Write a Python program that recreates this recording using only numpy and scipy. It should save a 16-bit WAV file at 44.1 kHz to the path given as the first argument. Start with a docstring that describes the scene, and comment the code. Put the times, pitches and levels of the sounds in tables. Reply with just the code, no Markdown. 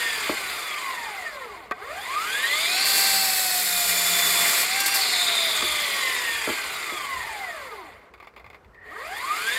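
"""A cordless mitre saw coasts down on a breezy lawn: fan and gears whine, the teeth whip the air.
A timber post knocks on the bench. At 1.7 s the saw restarts with a clack of gears and runs up.
From 2.8 s the teeth tear through the post; the blade slows under load and squeals in the kerf.
Freed, it grazes the cut face, sings and coasts to rest. At 5.6 s the offcut knocks on the saw table,
then the post on the bench. At 8.1 s the guard rattles; at 8.7 s the motor buzzes and starts again."""
import sys
import numpy as np
from scipy import signal
from scipy.fft import rfft, irfft, next_fast_len
from scipy.io import wavfile
from scipy.ndimage import uniform_filter1d

SR = 44100
rng = np.random.default_rng(int(sys.argv[2]) if len(sys.argv) > 2 else 0)


def dump(signal):
    """Clip the signal to [-1, 1] and save it as 16-bit WAV at the path in sys.argv[1]."""
    limited = np.clip(np.atleast_2d(signal).T, -1, 1)
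    pcm = np.round(limited * 32767).astype(np.int16)
    wavfile.write(sys.argv[1], SR, pcm)


N = 422478

# trigger held; the first run ends before the scene opens: (on [s], off [s])
TRIGGER_RUNS = [(-4, -1.297), (1.653, 4.95), (8.794, 12)]
# fan (orders below 40) and gear tones: (order [1/turn], driven [dB], coasting [dB], growth [dB/decade])
WHINE_ORDERS = [(11.95, -30, -28.5, 43), (23.97, -35, -34, 31), (35.97, -38, -46, 14.5),
                (41.2, -23.5, -35, 15), (45.63, -43, -34, -0.5), (47.5, -57, -46, 1.5),
                (82.8, -37, -41.5, 8.5), (86.9, -29, -30.5, 21), (93.6, -47, -47, -4), (124, -44, -38, 0.5),
                (164.6, -44.5, -51, -3)]
# housing modes that lift a passing tone: (frequency [Hz], width [Hz], driven [dB], coasting [dB])
HOUSING_MODES = [(445, 70, 8, 4), (590, 60, 4, 0), (750, 110, 5, 4), (890, 120, -4, 5), (1060, 110, 9, 12),
                 (1210, 130, 15, 5), (1610, 80, 12, 1), (1840, 120, 6, 11), (2040, 130, 9, 12),
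                 (2410, 120, 7, 4), (3380, 250, 8, 5)]
# housing radiation: (frequency [Hz], gain [dB])
HOUSING_RADIATION = [(200, -22), (560, -13.5), (750, -10), (950, -13), (1400, -10), (2000, -7.5),
                     (2650, -13), (3000, -10.5), (3500, -7), (4400, -7), (5600, -14), (12000, -22)]
# air whipped by the blade: (frequency [Hz], relative density [dB])
AIR_SPECTRUM = [(60, -20), (170, -13), (350, -8.5), (560, -7.5), (900, -3), (1500, -2), (2500, -0.5),
                (2900, -2), (4900, 0.5), (5500, -10), (6400, -9), (8000, -6), (13500, -8.5), (15700, -21)]
# its growth with speed: (frequency [Hz], growth [dB/decade])
AIR_GROWTH = [(200, 18), (600, 10.5), (2000, 19), (4000, 28), (8000, 35), (15000, 29.5)]
# air rush as the blade sinks through the screening post: (time [s], gain [dB])
POST_SCREENING = [(3, 0), (3.5, -9), (4, -1), (4.5, 3.5), (4.75, -0.5)]
# blade guard: (frequency [Hz], width [Hz], gain [dB])
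GUARD_MODES = [(418, 30, 3), (676, 100, -5.5), (1166, 96, 4), (1507, 110, -4.5), (2091, 191, 9.5),
               (2416, 97, -1.5), (3317, 86, -4.5), (3500, 78, 4), (4230, 150, -10.5), (4795, 130, -2.5),
               (6900, 200, 6), (7370, 330, 6), (8800, 740, -1.5), (13450, 250, -3.5)]
# outdoor background: (frequency [Hz], relative density [dB])
GARDEN_SPECTRUM = [(25, -28), (90, -17.5), (200, -7.5), (290, -10), (430, -1), (700, -9), (1200, -8),
                   (2200, -19), (3200, -27.5), (6000, -34.5), (15000, -55)]
# breeze rumble: (frequency [Hz], relative density [dB])
BREEZE_SPECTRUM = [(22, -30.5), (38, -6.5), (58, 4), (80, -1.5), (115, -6.5), (200, -15.5), (500, -52.5),
                   (2000, -79.5)]
# gusts: (time [s], length [s], level [dB])
BREEZE_GUSTS = [(5.57, .12, -55), (7.1, 0.14, -55), (8.62, 0.041, -61)]
# wood knocks: the post on the bench, and at 5.6 s the offcut on the saw table: (time [s], level [dB])
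WOOD_KNOCKS = [(.294, -11), (.318, -28), (5.624, -18), (6.474, -15), (6.488, -17), (6.512, -32),
               (6.92, -27.5)]
# knocked timber: (frequency [Hz], gain [dB], t60 [s])
WOOD_MODES = [(129, -28.5, 0.071), (226, -13, 0.052), (315, -7, 0.043), (357, -10.5, 0.1),
              (444, -9.5, 0.048), (620, -8, 0.03), (856, -20, 0.062), (1110, -10, 0.025),
              (1390, -13.5, 0.026)]
# stand is bumped: (time [s], level [dB])
STAND_BUMPS = [(.3, -41), (6.5, -41), (7.17, -44), (7.3, -47), (8.655, -45)]
# stand: (frequency [Hz], gain [dB], t60 [s])
STAND_MODES = [(59, -4, 0.22), (84.5, -3, .12), (127, -13, 0.054)]
# gears take up their play: (time [s], level [dB])
GEAR_CLACKS = [(1.7115, -21.5), (1.715, -24), (1.7205, -21.5)]
# cast saw body: (frequency [Hz], gain [dB], t60 [s])
BODY_MODES = [(248, -18, 0.067), (433, -10.5, 0.16), (727, -12, 0.074), (1150, -4, 0.053),
              (1290, -4, 0.036), (1556, -9, 0.098), (1910, -5, .05), (2484, -13, 0.13), (3600, -36, 0.022),
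              (4600, -38, 0.018)]
# hand pressure feeding the blade: (time [s], level [dB])
FEED_PRESSURE = [(2.8, -29), (3.15, 2.5), (3.4, -13.5), (3.7, -0.5), (4.25, 2), (4.48, -2), (4.66, -22)]
# grip of the kerf on the blade: (time [s], share [0-1])
KERF_GRIP = [(3.103, 0), (3.824, .87), (4.609, 1), (4.783, 0)]
# tearing wood: (frequency [Hz], relative density [dB])
TEARING_SPECTRUM = [(100, -18), (200, -12), (600, -2), (1000, -5), (1900, 0), (3000, -2.5), (4600, 6),
                    (5900, -2.5), (7300, 0), (9000, 2.5), (12000, 3.5), (14500, 1.5), (15700, -8)]
# blade plate, rung by chips: (frequency [Hz], width [Hz], gain [dB])
BLADE_MODES = [(1720, 120, -14.5), (1933, 240, 1.5), (3380, 49, -14.5), (4380, 100, -1.5), (5160, 50, -1.5),
               (5440, 34, 1.5), (6300, 22, -7), (6740, 67, -11), (7350, 86, 7), (7940, 280, 1.5),
               (11500, 90, -12.5), (11740, 90, 2.5), (13520, 60, -8)]
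# blade squeals in the kerf: (time [s], length [s], level [dB])
KERF_SQUEALS = [(3.91, 0.032, -43), (4.21, 0.093, -33.5), (4.34, .06, -27.5)]
# rising blade grazes the cut face: (time [s], length [s], level [dB])
FACE_GRAZES = [(4.8, 0.021, -22.5), (4.858, 0.036, -21.5), (4.88, 0.014, -33), (4.942, 0.083, -23)]
# freed blade sings: (time [s], length [s], level [dB])
BLADE_SINGS = [(5.1, 0.35, -28.5)]
# offcut taps the saw table: (time [s], level [dB])
OFFCUT_TAPS = [(5.624, -25)]
# guard rattles: (time [s], relative level [dB])
GUARD_RATTLES = [(8.1381, -34), (8.1773, -44), (8.2008, -34.5), (8.226, -35.5), (8.245, -40),
                 (8.2716, -33.5), (8.3384, -48), (8.3626, -32), (8.377, -41), (8.397, -38), (8.4432, -38),
                 (8.463, -37), (8.5011, -35), (8.53, -40), (8.5455, -35.5), (8.646, -44.5), (8.745, -42)]
# rattle noise: (frequency [Hz], relative density [dB])
RATTLE_SPECTRUM = [(150, -9), (400, 2.5), (1100, 5.5), (1600, -4), (2400, 2), (3000, -9), (4800, -11.5),
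                   (6000, -27), (8000, -31), (13000, -22.5), (15700, -26)]
# motor starts from rest: (time [s], length [s], level [dB])
MOTOR_BUZZES = [(8.72, 0.3, -42.5)]

FREE_RPS, REFERENCE_RPS = 66.3, 65  # blade turns per second
CUT_FROM_S, CUT_TO_S = 2.84, 4.62
BURIED_FROM_S, BURIED_TO_S = 3.15, 4.88
TIME_S = np.arange(N) / SR


def from_db(db):
    """Decibels to gain."""
    return 10 ** (np.asarray(db) / 20)


def rms_one(x):
    """Scale to rms 1."""
    return x / np.sqrt(np.mean(x ** 2) + 1e-20)


def in_time(points, outside=None):
    """A time curve at every sample."""
    times_s, values = np.transpose(points)
    return np.interp(TIME_S, times_s, values, outside, outside)


def at_hz(points, hz):
    """Read a spectrum on a log-frequency axis."""
    known_hz, values = np.transpose(points)
    return np.interp(np.log(np.maximum(hz, 1)), np.log(known_hz), values)


def drift(rate_hz):
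    """Smooth random motion, rms 1."""
    r = np.exp(-40 * np.pi * rate_hz / SR)
    slow = signal.lfilter([1], [1, -2 * r, r * r], rng.standard_normal(N // 20 + 2002))[2000:]
    return np.interp(np.arange(N) / 20, np.arange(len(slow)), rms_one(slow))


def colour(x, spectrum):
    """Shape by a spectrum; rms 1."""
    size = next_fast_len(N)
    hz = np.arange(size // 2 + 1) * SR / size
    return rms_one(irfft(rfft(x, size) * from_db(at_hz(spectrum, hz)), size)[:N])


def tone(cycles, rough, width_hz):
    """Sine of rms 1, the share `rough` smeared into a narrow band."""
    smear = (drift(width_hz) + 1j * drift(width_hz)) * np.sqrt(rough / 2)
    return np.sqrt(2) * np.real((np.sqrt(1 - rough) + smear) * np.exp(2j * np.pi * cycles))


def gate(events, attack_s, release_s):
    """Envelope: rise, hold, fall after each event's length."""
    out = 0
    for start_s, length_s, db in events:
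        rise = (TIME_S - start_s) / attack_s
        fall = 1 - (TIME_S - start_s - length_s) / release_s
        out = out + from_db(db) * np.clip(np.minimum(rise, fall), 0, 1)
    return out


def bursts(events, t60_s):
    """Envelope: jump at each event, then decay."""
    hits = np.zeros(N)
    for start_s, db in events:
        hits[int(start_s * SR)] += from_db(db)
    return signal.lfilter([1], [1, -from_db(-60 / (t60_s * SR))], hits + 1e-18)


def resonate(x, modes):
    """Add band-pass resonances to a signal."""
    out = x.copy()
    for hz, width_hz, db in modes:
        r = np.exp(-np.pi * width_hz / SR)
        poles = [1, -2 * r * np.cos(2 * np.pi * hz / SR), r * r]
        out += from_db(db) * (1 - r * r) / 2 * signal.lfilter([1, 0, -1], poles, x)
    return out


def struck(events, modes, crunch, contact_s):
    """Each blow, an impulse plus contact noise, rings a body's modes."""
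    force = rms_one(rng.standard_normal(N)) * crunch * bursts(events, contact_s)
    for start_s, db in events:
        force[int(start_s * SR)] += from_db(db)
    out = np.zeros(N)
    for k, (hz, db, t60_s) in enumerate(modes):
        r, w = from_db(-60 / (t60_s * SR)), 2 * np.pi * hz / SR
        ring = signal.lfilter([0, np.sin(w)], [1, -2 * r * np.cos(w), r * r], force)
        out += (-1) ** k * from_db(db) * ring
    return out


def blade_speed(biting, kerf, ramp_rps_per_s=56.5, let_go_s=.07, coast_s=3.193):
    """Speed and motor power share: even run-up, sag under load, braked run-down."""
    loaded_rps = FREE_RPS - .9 * biting - 7.6 * kerf
    rps, power = 1e-3, 0
    for on_s, off_s in TRIGGER_RUNS:
        ramp_rps = ramp_rps_per_s * np.maximum(TIME_S - on_s, 0)
        driven_rps = ramp_rps / (1 + (ramp_rps / loaded_rps) ** 40) ** (1 / 40)  # soft minimum
        left_s = np.clip(off_s + coast_s - TIME_S, 0, coast_s)
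        braked_rps = 24.51 * left_s - 1.452 * left_s ** 2  # brake grips less at high speed
        held = np.exp(-np.maximum(TIME_S - off_s, 0) / let_go_s)
        started = TIME_S > on_s
        rps = np.maximum(rps, started * (held * driven_rps + (1 - held) * braked_rps))
        power = np.maximum(power, started * held)
    return rps, uniform_filter1d(power, size=2000)


def drive_whine(rps, turns, power, kerf, kerf_damping_db=-12.5):
    """Fan and gear tones; gears bear on other flanks when coasting, and the kerf damps them."""
    decades = np.log10(rps / REFERENCE_RPS)
    axis_hz = np.arange(0, 12000, 5)
    driven_flare_db, coasting_flare_db = sum(
        np.outer(db, 1 / (1 + (2 * (axis_hz - mode_hz) / width_hz) ** 2))
        for mode_hz, width_hz, *db in HOUSING_MODES)
    fan, gears = 0, 0
    for order, driven_db, coasting_db, growth_db in WHINE_ORDERS:
        hz = order * rps
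        level_db = power * (driven_db + np.interp(hz, axis_hz, driven_flare_db))
        level_db += (1 - power) * (coasting_db + np.interp(hz, axis_hz, coasting_flare_db))
        gain = from_db(level_db + growth_db * decades + at_hz(HOUSING_RADIATION, hz))
        if order < 40:
            fan = fan + gain * tone(order * turns, rough=.22, width_hz=18)
        else:
            gears = gears + gain * tone(order * turns, rough=.22, width_hz=30)
    # off-centre gears mesh harder once a turn, and chatter in their play when coasting slowly
    chatter = .21 * (1 - power) * np.exp(-rps / 20)
    throb = 1 + (.19 + chatter) * np.cos(2 * np.pi * turns + drift(5.7))
    turning = np.clip(rps / 9, 0, 1) ** 2
    return turning * (fan + gears * from_db(kerf_damping_db * kerf) * throb)


def air_rush(rps, turns, power, flutter_db=1.5):
    """The blade whips air through the guard: louder and brighter with speed, throbbing each turn."""
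    decades = np.log10(rps / REFERENCE_RPS)
    size = next_fast_len(N)
    spectrum = rfft(colour(rng.standard_normal(N), AIR_SPECTRUM), size)
    hz = np.arange(size // 2 + 1) * SR / size
    edges_hz = 50 * 2 ** (np.arange(18) / 2)
    rush = 0
    for low_hz, high_hz in zip(edges_hz, edges_hz[1:]):
        band = irfft(spectrum * ((hz >= low_hz) & (hz < high_hz)), size)[:N]
        growth_db = at_hz(AIR_GROWTH, np.sqrt(low_hz * high_hz))
        rush = rush + band * from_db(growth_db * decades + flutter_db * drift(30))
    throb = 1 + .087 * np.sin(2 * np.pi * turns)
    level_db = -28 - 1.12 * power + in_time(POST_SCREENING) + .37 * drift(46)
    return resonate(rush * throb * from_db(level_db), GUARD_MODES)


def eddy_whistle(rps, turns, order=67.5, growth_db_per_decade=62, buried_db=-10.5):
    """Eddies behind the teeth whistle just above the tooth rate; the post smothers them."""
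    buried = gate([(BURIED_FROM_S, BURIED_TO_S - BURIED_FROM_S, 0)], attack_s=.27, release_s=.13)
    level_db = -27 + growth_db_per_decade * np.log10(rps / REFERENCE_RPS) + buried_db * buried
    eddies = from_db(level_db) * tone(order * turns, rough=.97, width_hz=390)
    return resonate(eddies, GUARD_MODES)


def metal_echoes(x, ring_db=-8.5, t60_s=.06):
    """Treble bounces between blade, guard and table: a dense metallic grain."""
    delay_s = np.arange(int(.08 * SR)) / SR
    echoes = rng.standard_normal(len(delay_s)) * from_db(-60 * delay_s / t60_s) * (delay_s > .001)
    highpass = signal.butter(2, 2800, "high", fs=SR, output="sos")
    echoes = signal.sosfilt(highpass, echoes / np.linalg.norm(echoes))
    return x + from_db(ring_db) * signal.fftconvolve(x, echoes)[:N]


def outdoors(garden_db=-56.5, breeze_db=-63):
    """Quiet garden and the rumble of a light, gusting breeze."""
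    garden = from_db(garden_db + .8 * drift(5.5)) * colour(rng.standard_normal(N), GARDEN_SPECTRUM)
    wind = from_db(breeze_db + 3 * drift(3.5)) + gate(BREEZE_GUSTS, attack_s=.08, release_s=.11)
    return garden + wind * colour(rng.standard_normal(N), BREEZE_SPECTRUM)


def wood_knocks():
    """Timber rings briefly: the post on the bench, the offcut on the saw table."""
    return struck(WOOD_KNOCKS, WOOD_MODES, crunch=.038, contact_s=.12)


def stand_bumps():
    """Bumps ring the stand's low modes."""
    return struck(STAND_BUMPS, STAND_MODES, crunch=.019, contact_s=.092)


def body_clacks():
    """Gears taking up play, later the offcut, ring the cast body."""
    return struck(GEAR_CLACKS + OFFCUT_TAPS, BODY_MODES, crunch=.075, contact_s=.028)


def guard_rattle():
    """Noise bursts ring the guard, at the gear clacks and in a later run of rattles."""
    shake = from_db(-10.5) * bursts(GEAR_CLACKS, t60_s=.021)
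    shake += from_db(-13) * bursts(GUARD_RATTLES, t60_s=.08)
    shake += from_db(-28) * bursts(GUARD_RATTLES, t60_s=.14)
    return resonate(shake * colour(rng.standard_normal(N), RATTLE_SPECTRUM), GUARD_MODES)


def wood_cut(turns, biting, kerf, teeth=60):
    """Teeth tear out uneven chips that ring the blade; feed pressure brings out tooth and frame tones."""
    tooth_cycles = teeth * turns
    bite = biting * from_db(-26 + .8 * drift(9.1))
    for start_s, length_s, db in FACE_GRAZES:
        corners_s = start_s + np.array([0, .002, length_s / 2, length_s * 1.3])
        bite = bite + from_db(db) * np.interp(TIME_S, corners_s, [0, 1, .52, .00024])
    tooth_pulse = 1 + .5 * np.sin(2 * np.pi * tooth_cycles)
    chips = rng.standard_normal(N) * from_db(.5 * drift(900)) * tooth_pulse
    runout = 1 + .082 * np.sin(2 * np.pi * turns)  # blade out of true bites harder once a turn
    tearing = resonate(bite * colour(chips, TEARING_SPECTRUM) * runout, BLADE_MODES)
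    feed = from_db(in_time(FEED_PRESSURE, outside=-120))
    squeal_gain = from_db(-34) * feed * kerf + gate(KERF_SQUEALS, attack_s=.025, release_s=.02)
    squeal = squeal_gain * tone(tooth_cycles, rough=.52, width_hz=27)
    octave = from_db(-36.5) * feed * tone(2 * tooth_cycles, rough=1, width_hz=71)
    frame_thrum = from_db(-49) * feed * tone(3 * turns, rough=.2, width_hz=8)
    return tearing + squeal + octave + frame_thrum


def blade_sing(mode_hz=3630):
    """One mode of the freed blade sings after the cut."""
    return gate(BLADE_SINGS, attack_s=.11, release_s=.14) * tone(mode_hz * TIME_S, rough=1, width_hz=73)


def motor_buzz(buzz_hz=1870):
    """The windings buzz as they first pull the rotor round."""
    return gate(MOTOR_BUZZES, attack_s=.2, release_s=.04) * tone(buzz_hz * TIME_S, rough=1, width_hz=90)


def scene():
    """Saw close by, garden behind; both channels alike."""
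    biting = gate([(CUT_FROM_S, CUT_TO_S - CUT_FROM_S, 0)], attack_s=.018, release_s=.0618)
    kerf = uniform_filter1d(in_time(KERF_GRIP), size=4400)
    rps, power = blade_speed(biting, kerf)
    turns = np.cumsum(rps * (1 + .000974 * drift(6.67))) / SR
    saw = drive_whine(rps, turns, power, kerf) + air_rush(rps, turns, power)
    saw += eddy_whistle(rps, turns) + blade_sing() + wood_cut(turns, biting, kerf)
    saw = metal_echoes(saw) + motor_buzz()
    handling = wood_knocks() + body_clacks() + stand_bumps() + guard_rattle()
    mono = saw + handling + outdoors()
    return np.stack([mono, mono])


def record(dry, cutoff_hz=15750):
    """Steep low-pass."""
    return signal.sosfilt(signal.ellip(12, .1, 90, cutoff_hz, fs=SR, output="sos"), dry)


dry = scene()
out = record(dry)
dump(out)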